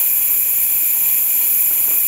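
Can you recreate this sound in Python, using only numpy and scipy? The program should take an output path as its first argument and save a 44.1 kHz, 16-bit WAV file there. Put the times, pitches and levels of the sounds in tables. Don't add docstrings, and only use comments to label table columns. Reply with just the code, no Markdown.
import sys
import numpy as np
from scipy import signal
from scipy.fft import rfft, irfft, next_fast_len
from scipy.io import wavfile
from scipy.ndimage import uniform_filter1d, map_coordinates

SR = 44100
rng = np.random.default_rng(int(sys.argv[2]) if len(sys.argv) > 2 else 0)


def log_audio(samples):
    frames = np.atleast_2d(samples).T
    limited = np.clip(frames, -1, 1)
    pcm = np.round(limited * 32767).astype(np.int16)
    wavfile.write(sys.argv[1], SR, pcm)


N = 91595


def amp(db):
    return 10 ** (np.asarray(db) / 20)


def unit(x):
    return x / np.sqrt(np.mean(x ** 2) + 1e-20)


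def along(points, hz):
    f, level = np.transpose(points)
    return np.interp(np.log(hz + 1), np.log(f + 1), level)


def curve(rows):
    t, level = np.transpose(rows)
    return np.interp(np.arange(N) / SR, t, level)


def wobble(rate):
    knots = rng.standard_normal(int(N * rate / SR) + 4)
    return map_coordinates(knots, [np.arange(N) * rate / SR])


def filtered(x, response):
    size = next_fast_len(N + SR // 2)
    spectrum = rfft(x, size) * response(np.fft.rfftfreq(size, 1 / SR))
    return irfft(spectrum, size)[..., :N]


def turbulence(patchy_db):
    cells = signal.stft(rng.standard_normal(N + 512), nperseg=256)[2]
    field = rng.standard_normal(cells.shape)
    field = uniform_filter1d(field, size=4, axis=0)
    field = uniform_filter1d(field, size=6, axis=1)
    noise = signal.istft(cells * amp(patchy_db * unit(field)), nperseg=256)[1][:N]
    return unit(noise) * np.sqrt(SR / 2)


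def ringing(modes, patchy_db):
    def response(f):
        power = 0
        for hz, width, db in modes:
            power = power + amp(2 * db) / (1 + (2 * (f - hz) / width) ** 2) ** 2
        return np.sqrt(power)
    return filtered(turbulence(patchy_db), response)


# t/s, level/dB
RUMBLE_LEVEL = [(0, -55), (.17, -47), (.35, -53), (.5, -45), (.8, -50), (.95, -68), (1.6, -59), (1.85, -49),
                (2.08, -56)]
# f/Hz, level/dB
RUMBLE_EQ = [(20, -30), (40, -1), (60, 4.5), (90, -3.5), (160, -25), (300, -66)]


def rumble():
    noise = filtered(rng.standard_normal(N), lambda f: amp(along(RUMBLE_EQ, f)))
    return amp(curve(RUMBLE_LEVEL)) * unit(noise)


# f/Hz, level/dB, 60 dB decay time/s
KNOB_MODES = [(380, -3, .02), (580, -2, .015), (850, -2, .01), (1100, -5, .01), (1370, -5, .03)]
KNOCK_S, KNOCK_DB, KNOCK_THIN_HZ = 1.7117, -27, 120


def knock():
    since = np.maximum(np.arange(N) / SR - KNOCK_S, 0)
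    body = np.zeros(N)
    for hz, db, t60 in KNOB_MODES:
        body -= amp(db - 60 * since / t60) * np.sin(2 * np.pi * hz * since)
    return filtered(amp(KNOCK_DB) * body, lambda f: 1j * f / (KNOCK_THIN_HZ + 1j * f))


# start t/s, length/s, peak level/dB of the stroke's envelope
RUB_STROKES = [(.2, .22, -47), (1.74, .1, -48), (1.84, .14, -42)]
# f/Hz, level/dB
RUB_EQ = [(100, -22), (200, -4.5), (320, 5), (600, -5), (1400, -2.5), (2000, -14), (3500, -31)]


def rubbing():
    t = np.arange(N) / SR
    stroke = np.zeros(N)
    for start, length, db in RUB_STROKES:
        progress = np.clip((t - start) / length, 0, 1)
        stroke += amp(db) * np.sin(np.pi * progress) ** .6
    grain = rng.standard_normal(N) * amp(3.2 * wobble(110))
    return stroke * unit(filtered(grain, lambda f: amp(along(RUB_EQ, f))))


# f/Hz, level/dB per Hz
JET_EQ = [(30, -79), (100, -76.5), (600, -77.5), (1300.0, -81), (2600.0, -75.5), (3700.0, -80),
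          (5200.0, -79.5), (6500.0, -71), (8500.0, -72), (9500.0, -67.5), (11000.0, -70), (13000.0, -56),
          (15700.0, -62)]


def jet():
    return filtered(turbulence(patchy_db=1.38), lambda f: amp(along(JET_EQ, f)))


# f/Hz, -6 dB width/Hz, peak level/dB per Hz
HOSE_MODES = [(315, 130, -77.5), (541, 130, -77.5), (935, 130, -72), (1370, 160, -80), (1860, 100, -75.5),
              (2070, 80, -74), (2910, 360, -73), (3310, 150, -72.5), (4250, 100, -74), (4890, 120, -78.5),
              (5770, 160, -77.5)]


def hose():
    return amp(1.6 * wobble(9)) * ringing(HOSE_MODES, patchy_db=1.2)


# f/Hz, -6 dB width/Hz, peak level/dB per Hz
THROAT_MODES = [(2200, 70, -68), (2385, 140, -59.5), (2500, 80, -64), (2600, 80, -65), (6750, 100, -68),
                (6980, 160, -61.5), (7175, 240, -58), (7180, 70, -58), (7490, 280, -66)]


def throat():
    return amp(-0.12 + .7 * wobble(45)) * ringing(THROAT_MODES, patchy_db=0.54)


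# f/Hz, -6 dB width/Hz, peak level/dB per Hz
OUTLET_MODES = [(9700, 460, -61.5), (10170, 240, -56), (10540, 290, -56.5), (11370, 750, -52.5),
                (11520, 360, -52.5), (11970, 750, -53), (12280, 140, -49.5), (12740, 200, -53.5),
                (13010, 270, -52.5), (13180, 100, -49), (13310, 130, -52), (13540, 90, -53.5),
                (14240, 200, -52), (14450, 210, -50.5), (14665, 50, -50), (14710, 240, -47),
                (15080, 290, -52.5), (15700, 120, -59)]


def outlet():
    return amp(-0.12 + .3 * wobble(50.2)) * ringing(OUTLET_MODES, patchy_db=1.47)


# t/s, level/dB
FLOW_LEVEL = [(0, 0.6), (.5, -0.5), (1.1, 0.27), (1.6, 0.5), (2.08, 0.3)]


def air():
    flow_db = curve(FLOW_LEVEL) + .25 * wobble(9.19) + .3 * wobble(70.03)
    return amp(flow_db) * (jet() + hose() + throat() + outlet())


def scene():
    return (rumble() + knock() + rubbing() + air())[None]


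BASS_CUT_HZ, TOP_HZ, EDGE_HZ = 45, 15740, 12


def record(dry):
    def response(f):
        bass_cut = (1j * f / (BASS_CUT_HZ + 1j * f)) ** 2
        return bass_cut * np.exp(-np.maximum(f - TOP_HZ, 0) / EDGE_HZ)
    return filtered(dry, response)


dry = scene()
out = record(dry)
log_audio(out)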